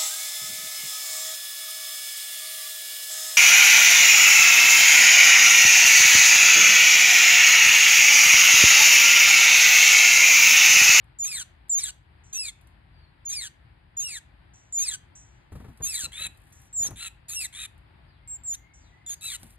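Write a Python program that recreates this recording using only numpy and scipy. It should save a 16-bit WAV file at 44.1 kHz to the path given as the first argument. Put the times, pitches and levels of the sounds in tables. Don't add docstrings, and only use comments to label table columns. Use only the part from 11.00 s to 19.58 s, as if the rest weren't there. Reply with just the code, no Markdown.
import sys
import numpy as np
from scipy import signal
from scipy.fft import rfft, irfft, next_fast_len
from scipy.io import wavfile
from scipy.ndimage import uniform_filter1d

SR = 44100
rng = np.random.default_rng(int(sys.argv[2]) if len(sys.argv) > 2 else 0)


def transcribe(signal):
    frames = np.atleast_2d(signal).T
    limited = np.clip(frames, -1, 1)
    pcm = np.round(limited * 32767).astype(np.int16)
    wavfile.write(sys.argv[1], SR, pcm)


N = 378378

# [f/Hz, relative spectral level/dB]
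AIR = [(12, -50.5), (20, -47), (49, 1.5), (92, -4), (124, -5.5), (235, -19), (347, -18), (445, -28),
       (865, -20.5), (1210, -26), (1780, -23), (4820, -37.5), (6010, -67), (9110, -48), (15000, -62.5)]
# [f/Hz, correlation/1]
AIR_SAME = [(60, 1), (130, 0.96), (290, 0.073), (640, 0), (3000, 0.05)]
AIR_DB = -55.5
# [f/Hz, level/dB]
PORT_BALANCE = [(50, -2), (300, 8.5), (900, 3.5), (2500, 1.5), (3400, 1.5), (4200, 3.5), (5000, -0.5),
                (6700, -0.6), (9000, 0)]
# [f/Hz, phase/rad]
PORT_PHASE = [(250, 0), (600, -1.3), (1100, -0.5), (2300, -0.6), (3050, -2), (3600, -1.07), (4250, -1.3),
              (4550, -2.5), (5400, -3), (7200, -4.5), (8600, -5), (10500, -6.5), (14500, -9)]
# [f/Hz, decay time T60/s]
PORCH_T60 = [(200, 0.2), (2000, 0.57), (4000, 0.26), (7500, 0.22), (14000, 0.26)]
EDGE_HZ = 15500

# [t/s, base level/dB, decay time T60/s]
FAR_HISSES = [(1.235, -60.5, 0.88), (3.534, -57.5, 0.6), (4.151, -49, 0.46), (5.521, -59, 0.78),
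              (7.735, -57.5, 0.51)]
# [f/Hz, relative level/dB]
HISS_BAND = [(4800, -62), (5700, 12), (6800, 7.5), (7800, 9), (8150, 4.5), (8700, -49.5), (14000, -17),
             (15500, -40)]
# [t/s, length/s, start f/Hz, end f/Hz, base level/dB]
FAR_WHISTLES = [(1.91, .19, 4700, 4050, -68), (7.06, .13, 5200, 2900, -69), (7.18, .22, 2080, 2170, -68),
                (7.43, .11, 5200, 2900, -65), (7.53, .25, 2000, 2170, -63), (7.79, .12, 5200, 2850, -66),
                (7.89, .19, 1920, 2090, -63), (8.14, .09, 5300, 3700, -65)]
FAR_ARCH = .025

# [t/s, air push base level/dB, feather swish base level/dB]
WINGBEATS = [(4.518, -40.5, -50), (4.551, -38.5, -48), (4.598, -41, -51), (4.641, -43.5, -48.5),
             (4.68, -42.5, -54), (4.801, -41.5, -48), (4.84, -62, -72), (5.033, -47.5, -54),
             (5.064, -49, -55.5), (5.204, -49, -55.5), (5.249, -51.5, -53), (5.802, -46.5, -53),
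             (5.846, -47, -45.5), (5.883, -44, -48.5), (5.908, -41.5, -46), (5.929, -49, -72.5),
             (8.429, -46.5, -54.5)]
# [f/Hz, relative level/dB]
PUSH = [(20, -28), (40, -4), (70, 0), (150, -5), (260, -13), (600, -46)]
# [f/Hz, relative level/dB]
SWISH = [(120, -5), (300, 11.5), (900, 5), (2000, -4.5), (5000, -22.5), (12000, -40), (15000, -40)]
# [t/s, base level/dB]
RUSTLES = [
    [(4.5, -78), (4.816, -73), (4.82, -53)],
    [(5.29, -71), (5.67, -63), (5.7, -81)],
    [(8.39, -57), (8.522, -57.5), (8.57, -69)],
]
# [t/s, base level/dB]
TICKS = [(0.042, -62.5), (0.6848, -54), (1.6117, -54.5), (1.6716, -53.5), (4.5268, -52), (4.774, -48.5),
         (5.374, -52), (5.5255, -47.5), (5.6191, -51), (5.9068, -40.5), (6.7789, -59), (8.4311, -38)]
# [f/Hz, relative level/dB]
TICK_COLOUR = [(800, -2.5), (3000, -2.5), (6000, -5.5), (9000, 4.5), (13000, 1), (15500, -11)]

# [t/s, whistle length/s, fall length/s, swell/s, rasp lead before the break/s,
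# upper start f/Hz, upper end f/Hz, lower top f/Hz, lower end f/Hz, plunge/1 (1 even, more = steep at first),
# whistle level/dB, upper voice level after the break/dB, flare/dB, lower voice level/dB, rasp base level/dB,
# octave lock/1, share of the fall at which it locks/1, treble/dB]
SWEEPS = [ (0.187, 0.089, 0.16, 0.015, 0.037, 7195, 2803, 2614, 1382, 1.5, -25, -34, 21, -40.5, -36.5, 0.49, 0.24, 0),
          (0.695, .100, .117, .006, 0.011, 7430, 2930, 2348, 1486, 2.2, -20, -31, 23.5, -47.5, -35, 0.094, 0.29, -3),
          (1.328, 0.032, 0.15, .005, .027, 6464, 3037, 2705, 1962, .95, -28.5, -26, -6, -41.5, -41, .9, .33, -1.5),
          (2.252, .074, 0.16, 0.007, 0.027, 6960, 2777, 2480, 1459, 1.4, -29.5, -27.5, -17, -44, -38, 1, 0.49, -2),
          (2.968, .068, 0.16, 0.0071, .036, 7030, 3070, 2860, 1507, 1.25, -25.5, -32, -15, -39.5, -42.5, 0.7, 0.19, -1),
          (3.725, 0.11, 0.13, 0.057, 0.049, 7300, 2975, 2600, 1510, 2.1, -20, -27, 17, -43, -37, .2, .3, -2),
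          (4.822, .058, 0.19, 0.022, .04, 6790, 2610, 2684, 1327, 1.9, -25, -33, 14.5, -42.5, -34.5, .45, 0.24, 4),
          (6.283, .07, 0.12, 0.032, 0.059, 6990, 3070, 2800, 1552, 0.88, -38, -34, 9.5, -38.5, -37, 0.95, .2, 5),
          ]
# [t/s, length/s, start f/Hz, sag/(Hz/s), hook depth/Hz, level/dB,
# softer start/dB, undertone level/dB, raspy ending/s, rasp base level/dB]
WHISTLES = [ (5.728, 0.16, 7673, 7800, 1700, -21.5, -22, -85, 0.059, -38.5),
            (7.276, 0.1, 7590, 1000, 524, -30, -12.5, -89.5, .01, -79),
            (7.436, .123, 7660, 7610, 1340, -25.5, -18.5, -90, 0.02, -41),
            (8.063, 0.088, 7185, 9040, 150, -28.5, -11, -45.5, 0.055, -42), ]
# [t/s, length/s, crest after start/s, start f/Hz, crest f/Hz, end f/Hz, lower end f/Hz,
# upper level/dB, lower level/dB, rasp base level/dB, beak opening/1, treble/dB]
CHURRS = [ (5.119, 0.16, 0.13, 3016, 3975, 3720, 2444, -31.5, -40.5, -34.5, 0.02, 1.5),
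          (5.959, 0.13, .075, 3485, 4140, 3810, 2560, -41.5, -65, -36.5, 0.06, 0.5),
          (6.526, 0.14, .095, 3154, 3795, 3660, 2410, -42.5, -55, -36, 0.14, 0.5),
          (8.209, 0.16, 0.051, 3797, 3985, 2927, 1300, -38.5, -44.5, -35.5, 1, 5.5), ]
# [f/Hz, relative level/dB]
SWEEP_THROAT = [(500, -34), (1200, -22), (1700, -10), (3000, -10), (3900, 2), (5400, -14), (6300, -2.5),
                (7200, 0.5), (8600, 1.5), (9700, -6.5), (11000, -7.5), (13200, -10.5), (15500, -34)]
# [f/Hz, relative level/dB]
CHURR_THROAT = [(500, -33.5), (1200, -21.5), (1700, -2.5), (2600, -6), (3100, 0), (3900, -1), (5000, -25.5),
                (6300, -12.5), (7200, -3), (8200, -9), (11000, -11), (13200, -22), (15500, -43.5)]
# [f/Hz, level/dB]
OVERTONES = [(2900, -18.5), (3500, -3), (4100, 0.5), (4700, -7.5), (5300, -17.5), (6200, -18), (7000, -0.5),
             (7600, 7)]
# [multiple of upper/1, multiple of lower/1, relative level/dB]
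MIXTURES = [(1, 0, 2), (2, 0, 2), (3, 0, -1), (0, .5, -2), (0, 1, -1), (0, 2, -2), (0, 3, -1), (0, 4, -1),
            (1, 1, -2), (1, 2, -3), (2, 1, -2), (3, 1, -3), (1, -1, -4)]
# [multiple of upper/1, of lower/1, relative level/dB]
CHURR_STACK = [(k / 3, 0, 0) for k in range(1, 10)]
# [f/Hz, share of the boost/1]
TREBLE_SHELF = [(8000, 0), (11000, 1)]

BREAK_HZ, BREAK_S = 6184, .025
SAG_CURVE = 1.25
LOWER_ENTRY_S, LOWER_SCOOP, LOWER_ENTRY_DB, LOWER_SETTLED_S = .055, .11, -36.5, .022
LOWER_LAG = 2.2
LOWER_SLOPE_DB = -2.5
SWELL_DB, UPPER_FADE_DB, LOWER_FADE_DB, RASP_FADE_DB = -11, -21.5, -5, 1
RELEASE_S, RELEASE_DB = .022, -7.5
RASP_RISE_DB_PER_S, RASP_REST_DB = 1097.5, -38.5
FRAY_AT_HZ = 4000
FLARE_HZ, FLARE_WIDTH_HZ, FLARE_BODY = 3980, 320, 0.31
LOCK_WIDTH, LOCK_PULL = .17, .85
CLEAR_DB, LOCK_LOWER_DB, LOCK_UPPER_DB = 11, 2.5, 5
WHISTLE_SWELL_S, HOOK_S, HOOK_DB, UNDERTONE_DB_PER_S = .07, .014, -20, -300
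CHURR_SWELL_DB, CHURR_TONE_SWELL_DB, CHURR_FADE_DB = -13.5, -21, -7.5


def amp(db):
    return 10 ** (np.asarray(db) / 20)


def unit(x):
    return x / np.sqrt(np.mean(x ** 2) + 1e-20)


def ramp(x):
    return np.clip(x, 0, 1)


def read(points, hz):
    f, value = np.transpose(points)
    return np.interp(np.log(hz + 1), np.log(f + 1), value)


def bins(n):
    return np.fft.rfftfreq(n, 1 / SR)


def noise(n, colour):
    spectrum = rfft(rng.standard_normal(n))
    return unit(irfft(spectrum * amp(read(colour, bins(n))), n))


def wander(n, hz):
    size = next_fast_len(n)
    spectrum = rfft(rng.standard_normal(size))
    slow = irfft(spectrum / (1 + (bins(size) / hz) ** 4), size)
    return unit(slow[:n])


def fuzz(n, hz):
    return wander(n, hz) + 1j * wander(n, hz)


def add(mix, s, sound):
    part = mix[max(round(s * SR), 0):][:len(sound)]
    part += sound[:len(part)]


def air(left_db=1.7):
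    left, independent = rfft(noise(N, AIR)), rfft(noise(N, AIR))
    same = np.clip(read(AIR_SAME, bins(N)), -1, 1)
    right = same * left + np.sqrt(1 - same ** 2) * independent
    pair = irfft([left, right], N)
    level = amp(AIR_DB + .8 * wander(N, 4.6))
    return level * pair * amp([[left_db], [-left_db]])


def porch(x):
    shape = (2, SR // 2)
    taps = rng.standard_normal(shape) * (rng.random(shape) < .06)
    taps[:, :SR // 250] = 0
    hz, t, z = signal.stft(taps, SR, nperseg=256)
    decay = amp(-60 * t / read(PORCH_T60, hz)[:, None])
    tail = signal.istft(z * decay, SR, nperseg=256)[1]
    return signal.fftconvolve(x[None], tail / np.linalg.norm(tail[0]), axes=1)[:, :N]


def ports(x):
    hz, z = bins(N), rfft(x)
    half_balance = amp(read(PORT_BALANCE, hz) / 2)
    left = z * half_balance * np.exp(1j * read(PORT_PHASE, hz))
    return irfft([left, z / half_balance], N)


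def far_hisses():
    out, t = np.zeros(N), np.arange(SR // 2) / SR
    for s, db, t60 in FAR_HISSES:
        envelope = amp(db - 60 * t / t60) * np.minimum(t / 0.0064, 1)
        add(out, s, envelope * noise(len(t), HISS_BAND))
    return out


def far_whistles():
    out = np.zeros(N)
    for s, length, start_hz, end_hz, db in FAR_WHISTLES:
        n = int(length * SR)
        arch = 1 + FAR_ARCH * np.sin(np.linspace(0, np.pi, n))
        hz = np.linspace(start_hz, end_hz, n) * arch * (1 + .012 * wander(n, 90))
        envelope = amp(db + 2 * wander(n, 30)) * signal.windows.tukey(n, .5)
        add(out, s, envelope * np.sin(2 * np.pi * np.cumsum(hz) / SR))
    return out


def wings(push_db=2.0, swish_db=3, push_t60=0.22, swish_t60=0.12):
    out, t = np.zeros(N), np.arange(SR // 5) / SR
    for s, push, swish in WINGBEATS:
        puff = amp(push + push_db - 60 * t / push_t60) * noise(len(t), PUSH)
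        feathers = amp(swish + swish_db - 60 * t / swish_t60) * noise(len(t), SWISH)
        add(out, s, (puff + feathers) * np.minimum(t / 0.0051, 1))
    return out


def rustle(rustle_db=-3.0, grain_db=3):
    out = np.zeros(N)
    for rows in RUSTLES:
        s, db = np.transpose(rows)
        t = np.arange(s[0], s[-1], 1 / SR)
        grain = amp(grain_db * wander(len(t), 150))
        scratch = unit(noise(len(t), TICK_COLOUR) * grain)
        level = amp(np.interp(t, s, db) + rustle_db)
        add(out, s[0], level * scratch * signal.windows.tukey(len(t), .1))
    return out


def claws(tick_db=-5.5, tick_t60=0.026, scrape_db=-16, scrape_t60=0.28):
    out, t = np.zeros(N), np.arange(SR // 8) / SR
    for s, db in TICKS:
        fall = amp(-60 * t / tick_t60) + amp(scrape_db - 60 * t / scrape_t60)
        add(out, s, amp(db + tick_db) * fall * noise(len(t), TICK_COLOUR))
    return out


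def beak(opening, treble_db):
    hz = np.union1d(np.transpose(SWEEP_THROAT)[0], np.transpose(CHURR_THROAT)[0])
    wide = ramp(opening)
    db = wide * read(SWEEP_THROAT, hz) + (1 - wide) * read(CHURR_THROAT, hz)
    return np.column_stack([hz, db + treble_db * read(TREBLE_SHELF, hz)])


def rasp_onset(t, onset_s):
    return np.clip((t - onset_s) * RASP_RISE_DB_PER_S, RASP_REST_DB, 0)


def churr(length, crest_s, start_hz, crest_hz, end_hz, low_hz, voice_db, low_db, rasp_db, bright_db=-11):
    t = np.arange(0, length, 1 / SR)
    rising = ramp(1 - t / crest_s) ** 2
    sinking = np.sin(np.pi / 2 * ramp((t - crest_s) / (length - crest_s))) ** 2
    arch_hz = crest_hz + (start_hz - crest_hz) * rising
    upper_hz = arch_hz + (end_hz - crest_hz) * sinking
    lower_hz = arch_hz * 2 / 3 * (1 - sinking) + low_hz * sinking
    tone_db = CHURR_TONE_SWELL_DB * rising + CHURR_FADE_DB * sinking
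    chaos_db = rasp_db + CHURR_SWELL_DB * rising
    return upper_hz, lower_hz, voice_db + tone_db, low_db + tone_db, bright_db, chaos_db


def whistle(length, start_hz, sag_hz_per_s, hook_hz, db, soft_db, under_db, raspy_s, rasp_db):
    t = np.arange(0, length, 1 / SR)
    hook = np.exp((t - length) / HOOK_S)
    hz = start_hz - sag_hz_per_s * t - hook_hz * hook
    upper_db = db + soft_db * ramp(1 - t / WHISTLE_SWELL_S) ** 2 + HOOK_DB * hook
    lower_db = under_db + UNDERTONE_DB_PER_S * t
    chaos_db = rasp_db + rasp_onset(t, length - raspy_s)
    return hz, hz / 2, upper_db, lower_db, read(OVERTONES, hz), chaos_db


def sweep(whistle_s, fall_s, swell_s, lead_s, start_hz, end_hz, top_hz, low_hz, plunge,
          whistle_db, voice_db, flare_db, low_db, rasp_db, locking, lock_at):
    t = np.arange(0, whistle_s + fall_s, 1 / SR)
    slack = 1 - (1 - ramp((t - whistle_s) / fall_s)) ** plunge
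    broken = ramp((t - whistle_s) / BREAK_S + .5)
    entering = ramp((whistle_s + LOWER_SETTLED_S - t) / LOWER_ENTRY_S) ** 2
    release = RELEASE_DB * ramp(1 - (t[-1] - t) / RELEASE_S)

    sag_hz = (BREAK_HZ - start_hz) * ramp(t / whistle_s) ** SAG_CURVE
    upper_hz = start_hz + sag_hz + (end_hz - BREAK_HZ) * slack
    lower_hz = top_hz * (1 - LOWER_SCOOP * entering) + (low_hz - top_hz) * slack ** LOWER_LAG
    lock = ramp(locking) * broken * np.exp(-((slack - lock_at) / LOCK_WIDTH) ** 4)
    upper_hz = upper_hz + ramp(LOCK_PULL) * lock * (2 * lower_hz - upper_hz)

    flare = flare_db * np.exp(-((upper_hz - FLARE_HZ) / FLARE_WIDTH_HZ) ** 2)
    before_db = whistle_db + SWELL_DB * ramp(1 - t / swell_s)
    after_db = voice_db + UPPER_FADE_DB * slack + LOCK_UPPER_DB * lock
    upper_db = (1 - broken) * before_db + broken * after_db + FLARE_BODY * flare + release
    lower_db = low_db + LOWER_ENTRY_DB * entering + LOWER_FADE_DB * slack ** 2 + LOCK_LOWER_DB * lock + release
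    bright_db = read(OVERTONES, upper_hz) + (1 - FLARE_BODY) * flare
    onset_db = rasp_onset(t, whistle_s - lead_s)
    chaos_db = rasp_db + onset_db - CLEAR_DB * lock + RASP_FADE_DB * slack ** 2 + release
    return upper_hz, lower_hz, upper_db, lower_db, bright_db, chaos_db


def call(upper_hz, lower_hz, upper_db, lower_db, bright_db, chaos_db,
         throat, mixtures, jitter, flutter, fray_hz, hiss_share, lower_slope_db, upper_slope_db, rasp_db, snap_db):
    n = len(upper_hz)
    age = np.arange(n) / SR
    chaos = amp(chaos_db) / (amp(chaos_db) + amp(upper_db) + amp(lower_db))

    def side(hz, db, overtone_db, slope_db, count):
        drift = .0008 * wander(n, 90) + .012 * chaos * wander(n, 70)
        hz = uniform_filter1d(hz, size=300) * (1 + drift + jitter * chaos ** 2 * wander(n, 450))
        phase = 2 * np.pi * np.cumsum(hz) / SR
        tone = np.sin(phase)
        for k in range(2, count + 1):
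            gain_db = overtone_db + slope_db * (k - 2) + read(throat, k * hz) - read(throat, hz)
            strength = amp(gain_db + 2 * wander(n, 49)) * (k * hz < SR / 2)
            tone += strength * np.sin(k * phase + rng.uniform(0, 2 * np.pi))
        waver_db = (.7 + 3 * chaos) * wander(n, 50)
        return phase, amp(db + waver_db) * tone * (1 + flutter * chaos * wander(n, 500))

    upper_phase, upper = side(upper_hz, upper_db, bright_db, upper_slope_db, count=4)
    lower_phase, lower = side(lower_hz, lower_db, -5.5, lower_slope_db, count=6)

    bands = np.zeros(n)
    for a, b, db in mixtures:
        band_hz = a * upper_hz + b * lower_hz
        strength = amp(db + 2.2 * wander(n, 25)) * (band_hz < SR / 2)
        width_hz = fray_hz * np.mean(band_hz) / FRAY_AT_HZ
        carrier = np.exp(1j * (a * upper_phase + b * lower_phase))
        bands += strength * (fuzz(n, width_hz) * carrier).real
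    bands = unit(irfft(rfft(bands) * amp(read(throat, bins(n))), n))
    rasp = np.sqrt(1 - hiss_share) * bands + np.sqrt(hiss_share) * noise(n, throat)
    bursts = amp(2.2 * wander(n, 450))
    rasp = amp(chaos_db + rasp_db) * unit(rasp * bursts)

    snap = amp(upper_db[0] + snap_db - 60 * age / 0.0054) * noise(n, throat)
    gate = ramp(age / 0.00037) * ramp((age[-1] - age) / 0.008)
    return gate * (upper + lower + rasp + snap)


def titmice():
    out = np.zeros(N)
    sweep_grain = dict(jitter=.015, flutter=.5, fray_hz=130, hiss_share=.27, lower_slope_db=LOWER_SLOPE_DB,
                       upper_slope_db=-14.0, rasp_db=0.5, snap_db=-15.0)
    whistle_grain = dict(jitter=.018, flutter=.55, fray_hz=170, hiss_share=.7, lower_slope_db=LOWER_SLOPE_DB,
                         upper_slope_db=-13.0, rasp_db=0.5, snap_db=0.5)
    churr_grain = dict(jitter=.015, flutter=.6, fray_hz=140, hiss_share=.33, lower_slope_db=-15,
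                       upper_slope_db=-12, rasp_db=-1, snap_db=-26)
    for s, *row, treble_db in SWEEPS:
        add(out, s, call(*sweep(*row), beak(0.99, treble_db), MIXTURES, **sweep_grain))
    for s, *row in WHISTLES:
        add(out, s, call(*whistle(*row), beak(1, treble_db=2.5), MIXTURES, **whistle_grain))
    for s, *row, opening, treble_db in CHURRS:
        add(out, s, call(*churr(*row), beak(opening, treble_db), CHURR_STACK, **churr_grain))
    return out


def scene():
    whistles, hisses = far_whistles(), far_hisses()
    trees = amp(1.0) * ports(hisses) + amp(-24) * porch(hisses)
    garden = amp(-5) * ports(whistles) + amp(-2) * porch(whistles)
    near = rustle() + claws() + titmice()
    birds = ports(near + wings()) + amp(-18.5) * porch(near)
    return air() + trees + garden + birds


def record(dry):
    lowpass = signal.firwin(401, EDGE_HZ, window=("kaiser", 9), fs=SR)
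    return signal.oaconvolve(dry, lowpass[None], "same")


dry = scene()
out = record(dry)
transcribe(out)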